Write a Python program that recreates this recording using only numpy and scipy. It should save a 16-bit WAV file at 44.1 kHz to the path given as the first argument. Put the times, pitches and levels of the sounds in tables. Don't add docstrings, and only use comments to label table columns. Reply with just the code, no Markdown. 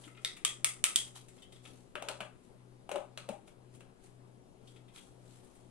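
import sys
import numpy as np
from scipy import signal
from scipy.fft import rfft, irfft, next_fast_len
from scipy.io import wavfile
from scipy.ndimage import uniform_filter1d

SR = 44100
rng = np.random.default_rng(int(sys.argv[2]) if len(sys.argv) > 2 else 0)


def wav_record(signal):
    frames = np.transpose(np.atleast_2d(signal))
    bounded = np.clip(frames, -1, 1)
    quanta = np.round(bounded * 32767).astype(np.int16)
    wavfile.write(sys.argv[1], SR, quanta)


def ratio_of_db(decibels):
    return 10 ** (np.asarray(decibels, float) / 20)


N = 251370
RING = 4096
MAX_Q = 11


def evened(x):
    return x / np.sqrt(np.mean(x ** 2) + 1e-20)


def read(points, hz):
    f, value = np.transpose(points)
    return np.interp(np.log(hz + 1), np.log(f + 1), value)


def add(mix, s, sound):
    part = mix[:, round(s * SR):][:, :sound.shape[1]]
    part += sound[:, :part.shape[1]]


def hiss(spectrum, same, patchy_db):
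    frames, hz = N // 256 + 5, np.fft.rfftfreq(1024, 1 / SR)
    a, b, c, d, patches = rng.standard_normal((frames, 513, 5)).T
    patches = uniform_filter1d(patches, size=12, axis=0)
    patches = evened(uniform_filter1d(patches, size=10, axis=1))
    same = np.clip(same * np.ones(513), -1, 1)[:, None]
    left = a + 1j * b
    right = same * left + np.sqrt(1 - same ** 2) * (c + 1j * d)
    z = np.array([left, right])
    z *= ratio_of_db(read(spectrum, hz)[:, None] + patchy_db * patches)
    return evened(signal.istft(z, nperseg=1024, noverlap=768)[1][:, :N])


def strokes(rows):
    t = np.arange(0, N + 50, 50) / SR
    s, db, rise, fall = np.transpose(rows)[:, :, None]
    before, after = (s - t) / np.maximum(rise, .003), (t - s) / np.maximum(fall, .003)
    away = np.where(t < s, before, after)
    return np.interp(np.arange(N) / SR, t, ratio_of_db(db - 20 * away).max(0))


def causal(gain):
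    cepstrum = irfft(np.log(gain + 1e-9))
    half = len(cepstrum) // 2
    cepstrum[..., 1:half] *= 2
    cepstrum[..., half + 1:] = 0
    return irfft(np.exp(rfft(cepstrum)))


def resonances(modes, low_hz, spread_db):
    centre, width, db = np.transpose(modes)[:, :, None]
    hz = np.fft.rfftfreq(RING, 1 / SR)
    detune, level = rng.standard_normal((len(modes), 2)).T[:, :, None]
    away = (hz - centre * (1 + 0.027 * detune)) / np.maximum(width, centre / MAX_Q)
    peak = ratio_of_db(db + spread_db * level) ** 2 / (1 + 3.14 * away ** 2) ** 1.746
    return peak / (1 + (low_hz / (hz + 1)) ** 4.0)


def rattle(ms, rise_ms, first):
    t_ms = 1000 * np.arange(RING // 2) / SR
    both, *own = rng.standard_normal((3, len(t_ms)))
    chatter = both + .55 * np.array(own)
    contact = chatter * np.exp(-t_ms / max(ms, .1)) * (1 - np.exp(-t_ms / max(rise_ms, .02)))
    contact[:, 0] = first
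    spectrum = rfft(contact, RING)
    colour = np.sqrt(uniform_filter1d(abs(spectrum) ** 2, size=60, axis=1))
    return irfft(spectrum / np.array([rfft(causal(port)) for port in colour]))


def knocks(rows, modes, edges_hz, groups, ms, rise_ms, low_hz, pan_db, first):
    group = np.searchsorted(edges_hz, np.transpose(modes)[0])
    base_db, by_edge, by_body = np.transpose(groups)
    near, spread = np.zeros((2, N)), np.zeros((2, N))
    for s, level_db, edge_db, body_db in rows:
        power = resonances(modes, low_hz, spread_db=-2.5)
        parts = [power[group == k].sum(0) for k in range(len(groups))]
        peaks = [abs(causal(np.sqrt(part))).max() for part in parts]
        groups_db = level_db + base_db + by_edge * edge_db + by_body * body_db
        blow = sum(part * (ratio_of_db(db) / top) ** 2 for part, db, top in zip(parts, groups_db, peaks))
        ring = causal(np.sqrt(blow))
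        ring *= (1 + ms) ** 0.28
        add(near, s, signal.fftconvolve(rattle(ms, rise_ms, first), ring[None], axes=1))
        add(spread, s, np.array([ring, ring]))
    pan = ratio_of_db(pan_db * np.array([[.5], [-.5]]))
    return np.array([near * pan, spread])


# frequency in Hz, relative level in dB per Hz.
BACKGROUND_SPECTRUM = [(15, 8), (50, -7.5), (90, -6.5), (160, -5.5), (250, -4), (400, -5.5), (630, -10.5),
                       (1000, -16.5), (2000, -25.5), (3200, -26), (5500, -30.5), (8500, -30.5),
                       (11500, -33.5), (12800, -71), (16000, -71)]
# frequency in Hz, left-right likeness (1 same, -1 opposite).
BACKGROUND_LIKENESS = [(60, -0.39), (180, 0.54), (550, 0.31), (1650, -0.53), (4970, 0.66), (15000, -2.3)]
BACKGROUND_RMS_DB = -62


def background():
    likeness = read(BACKGROUND_LIKENESS, np.fft.rfftfreq(1024, 1 / SR))
    return ratio_of_db(BACKGROUND_RMS_DB) * hiss(BACKGROUND_SPECTRUM, likeness, patchy_db=1.3)


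MOTORS = [(61.55, 1, 2, 3, 6), (62.52, 2, 4, 6)]
# one motor, rms level in dB of each of its orders.
ORDER_DB = [(-98, -66.5, -74.5, -75.5), (-67, -75.5, -81)]
BEAT_DIP_S = 0.38


def hum():
    t, out = np.arange(N) / SR - BEAT_DIP_S, np.zeros(N)
    for sign, (turns, *orders), levels in zip((1, -1), MOTORS, ORDER_DB):
        for order, db in zip(orders, levels):
            out += sign * np.sqrt(2) * ratio_of_db(db) * np.cos(2 * np.pi * order * turns * t)
    return out


# peak time in seconds, level in dB, rise and fall over 20 dB in seconds.
RUSTLE_SWELLS = [(0.054, -62.5, 0.22, 0.13), (0.24, -69.5, 0.19, 0.043), (1.08, -61.5, 0.074, 0.066),
                 (1.162, -54.5, 0.016, 0.094), (1.44, -70.5, 0.67, 0.018), (1.52, -70.5, 0.011, 0.2),
                 (1.654, -62, 0.037, 0.25), (2.438, -74.5, 0.038, 0.18), (3.48, -66, 0.016, 0.06),
                 (3.75, -66.5, 0.037, 0.031), (3.805, -66.5, 0.0072, 0.043), (4.05, -68.5, 0.076, 0.12),
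                 (4.53, -86.5, 0.043, 0.66), (4.69, -68, 0.065, 0.12), (4.96, -60, 0.035, 0.19),
                 (5.31, -69, 0.22, 0.82)]
# frequency in Hz, relative level in dB per Hz.
RUSTLE_SPECTRUM = [(410, -44.5), (700, -8.5), (841, -5), (898, -10.5), (1280, -9.5), (1770, -13.5),
                   (3240, -10.5), (5190, -14), (8310, -7.5), (10900, -11.5), (16000, -52)]


def rustle():
    grit = ratio_of_db(2.1 * evened(uniform_filter1d(rng.standard_normal(N), size=250)))
    noise = ratio_of_db(3.0) * hiss(RUSTLE_SPECTRUM, 0.1, patchy_db=1.5)
    return uniform_filter1d(strokes(RUSTLE_SWELLS), size=900) * grit * noise


# centre in Hz, least width in Hz, level in dB within its group.
BRICK_MODES = [(774, 1600, -2), (1314, 130, 13.5), (2060, 280, -5), (2590, 660, -4), (3240, 120, -8.5),
               (3660, 230, -10), (4830, 2100, -22), (6500, 450, -5.5), (6700, 2400, 20.5), (7700, 900, 14),
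               (8490, 2400, 41.5), (11300, 1200, -16), (14700, 810, -23)]
BRICK_EDGES_HZ = (1600, 2900, 5600)
# offset in dB, share of the edge dB, share of the body dB.
BRICK_GROUPS = [(-17, 0, 1.1), (-4, 0, 0.9), (0, 0, 0), (11, 1, 0)]


def loose_knocks(rows, **contact):
    return knocks(rows, BRICK_MODES, BRICK_EDGES_HZ, BRICK_GROUPS, **contact)


# start in seconds, level in dB, edge in dB, body in dB.
SCUFF_ROWS = [(0.036, -47, -30, -4), (0.074, -70, -15, 25), (0.146, -60, -25, 8), (0.171, -56, -27, 11.5),
              (0.365, -50.5, 0, 8.5), (1.153, -45.5, -26, -20), (1.282, -59.5, 5.5, 6.5),
              (1.377, -56.5, -25, -4), (1.42, -48.5, -8.5, -9), (1.521, -49.5, -7.5, -6),
              (1.557, -53, -12, -6), (1.651, -48, -20, 3.5), (1.712, -68, -4, 6), (3.748, -66.5, 7.5, 5.5),
              (4.044, -71, -4, 6), (4.671, -49, -14, -26), (4.759, -55, -10, 2), (4.88, -59, -13, 1),
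              (4.975, -49, -8.5, -1), (5.551, -68, 6.5, 3)]


def scuffs():
    return loose_knocks(SCUFF_ROWS, ms=7.0, rise_ms=9.0, low_hz=800, pan_db=2.0, first=0.0)[0]


# frequency in Hz, t60 in seconds.
ROOM_T60 = [(250, 0.14), (700, 0.31), (1500, 0.35), (3000, 0.26), (6000, 0.3), (10000, 0.28), (15000, 0.12)]
ECHO_CLUMPS_DB = 3.0


def room(x, gap_s=.004):
    out, t = np.zeros((2, N)), np.arange(N) / SR
    for k in range(3):
        taps = np.zeros((2, SR // 2))
        at = np.arange(round(gap_s * SR), SR // 2 - 10, 10)
        at = at + rng.integers(0, 10, (2, len(at)))
        np.put_along_axis(taps, at, rng.choice([-1., 1.], at.shape), 1)
        clumps = evened(uniform_filter1d(rng.standard_normal(taps.shape), size=80, axis=1))
        taps *= ratio_of_db(ECHO_CLUMPS_DB * clumps)
        taps[1] += 0.36 * taps[0]
        hz, s, z = signal.stft(taps, SR, nperseg=128)
        soft_db = -2.5 * np.log2(1 + hz / 5000)[:, None]
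        decay_db = -60 * s / read(ROOM_T60, hz)[:, None]
        tail = signal.istft(z * ratio_of_db(soft_db + decay_db), SR, nperseg=128)[1]
        tail /= np.linalg.norm(tail, axis=1)[:, None]
        turn = np.sqrt(2 / 3) * np.cos(2 * np.pi * (1.9 * t + k / 3))
        out += signal.fftconvolve(x * turn, tail, axes=1)[:, :N]
    return out


# start in seconds, level in dB, frequency in Hz.
THUMP_ROWS = [(0.066, -47.5, 290), (2.208, -49, 185), (3.297, -38, 222)]


def thumps():
    out, t = np.zeros((2, N)), np.arange(SR // 5) / SR
    push = t / 0.0079 * np.exp(1 - t / 0.0045)
    for s, db, hz in THUMP_ROWS:
        add(out, s, ratio_of_db(db) * push * np.sin(2 * np.pi * hz * t)[None])
    return out


# start in seconds, level in dB, edge in dB, body in dB.
TAP_ROWS = [(0.248, -18.5, -12.5, -8.5), (0.4493, -18.5, -1, -2.5), (0.645, -19.5, 2, 0),
            (0.84, -16.5, 0, 0), (0.959, -15, -2, -15.5), (4.961, -47, -6, 0), (5.447, -71, 10, -13)]
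MAT_ECHO_DB, MAT_ECHO_S = -6, .0017


def taps():
    out = loose_knocks(TAP_ROWS, ms=1.3, rise_ms=0.17, low_hz=550, pan_db=-3.5, first=0.87)
    out[0] += ratio_of_db(MAT_ECHO_DB) * np.roll(out[0], round(MAT_ECHO_S * SR), axis=1)
    return out


# start in seconds, level in dB, edge in dB, weight in dB.
SNAP_ROWS = [(1.954, -29.5, -17.5, -5), (2.023, -39, 6.5, 1), (2.086, -30.5, 5.5, -11),
             (2.205, -32, -9.5, -5.5), (2.211, -39.5, -2, -8), (2.892, -42.5, 5.5, 6.5),
             (2.915, -36, 6.5, 2), (2.958, -36.5, -0.5, -2), (3.175, -36.5, 4.5, -10.5),
             (3.289, -42.5, 15, 4), (3.478, -55, 4, -2), (3.806, -51, -1, -2.5)]
# centre in Hz, least width in Hz, level in dB within its group.
WALL_MODES = [(205, 72, -3), (320, 25, -37), (408, 230, -4.5), (571, 22.4, 8.5), (645, 74, -2.5),
              (783, 370, -1), (1280, 200, 3), (1540, 440, 1.5), (2408, 43, 3.5), (2730, 840, 7),
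              (3380, 300, -2.5), (4000, 620, -9.5), (5100, 730, -18), (6800, 1700, 15.5),
              (8820, 2400, 23.5), (9500, 800, -31), (10200, 1000, -25), (13300, 800, -49)]
WALL_BORDERS_HZ = (1000, 1600, 3200, 5600)
# offset in dB, share of the edge dB, share of the weight dB.
WALL_ANSWERS = [(-0.5, 0.2, 1), (-5.5, -0.06, 0.024), (1.5, 0.13, 0.05), (-9, 0.7, -0.48),
                (2.5, 0.6, -0.074)]


def snaps():
    return knocks(SNAP_ROWS, WALL_MODES, WALL_BORDERS_HZ, WALL_ANSWERS, ms=2.25, rise_ms=0.65,
                  low_hz=174, pan_db=-1.0, first=1.054)


# peak time in seconds, level in dB,
# rise and fall over 20 dB in seconds.
CREAKS = [(2.026, -52.5, 0.015, 0.07), (2.096, -44, 0.033, 0.037), (2.21, -45, 0.013, 0.039),
          (2.922, -49, 0.023, 0.048), (2.964, -38.5, 0.042, 0.013), (3.298, -47, 0.025, 0.039)]


def creak():
    slips = (rng.random(N) < 700 / SR) * rng.standard_normal(N)
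    low = [mode for mode in WALL_MODES if mode[0] < WALL_BORDERS_HZ[0]]
    ring = causal(np.sqrt(resonances(low, 300, spread_db=0).sum(0)))
    shaken = evened(signal.oaconvolve(slips, ring)[:N])
    return shaken * uniform_filter1d(strokes(CREAKS), size=200)


def scene():
    scuffing = scuffs()
    tap_near, tap_spread = taps()
    wall_near, wall_spread = snaps() + creak() + thumps()
    echoes = room(ratio_of_db(-4.5) * tap_spread + ratio_of_db(-4) * scuffing + ratio_of_db(-4.5) * wall_spread)
    return background() + hum() + rustle() + scuffing + echoes + tap_near + wall_near


def top_cut(x):
    return signal.sosfilt(signal.butter(12, 16580, fs=SR, output="sos"), x)


# frequency in Hz, left over right in dB.
PORT_BALANCE = [(60, 5.5), (150, 8.5), (380, 11), (950, 9.5), (2380, 6), (5980, 0.5), (15000, 5.5)]
LEFT_LAG_S = 5.4e-5


def record(dry):
    size = next_fast_len(N)
    hz = np.fft.rfftfreq(size, 1 / SR)
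    half = ratio_of_db(read(PORT_BALANCE, hz) / 2) * np.exp(-1j * np.pi * hz * LEFT_LAG_S)
    top = 1 / np.sqrt(1 + (hz / 14000) ** 8.0)
    ported = irfft(rfft(dry, size) * top * np.array([half, 1 / half]), size)[:, :N]
    return top_cut(ported)


dry = scene()
out = record(dry)
wav_record(out)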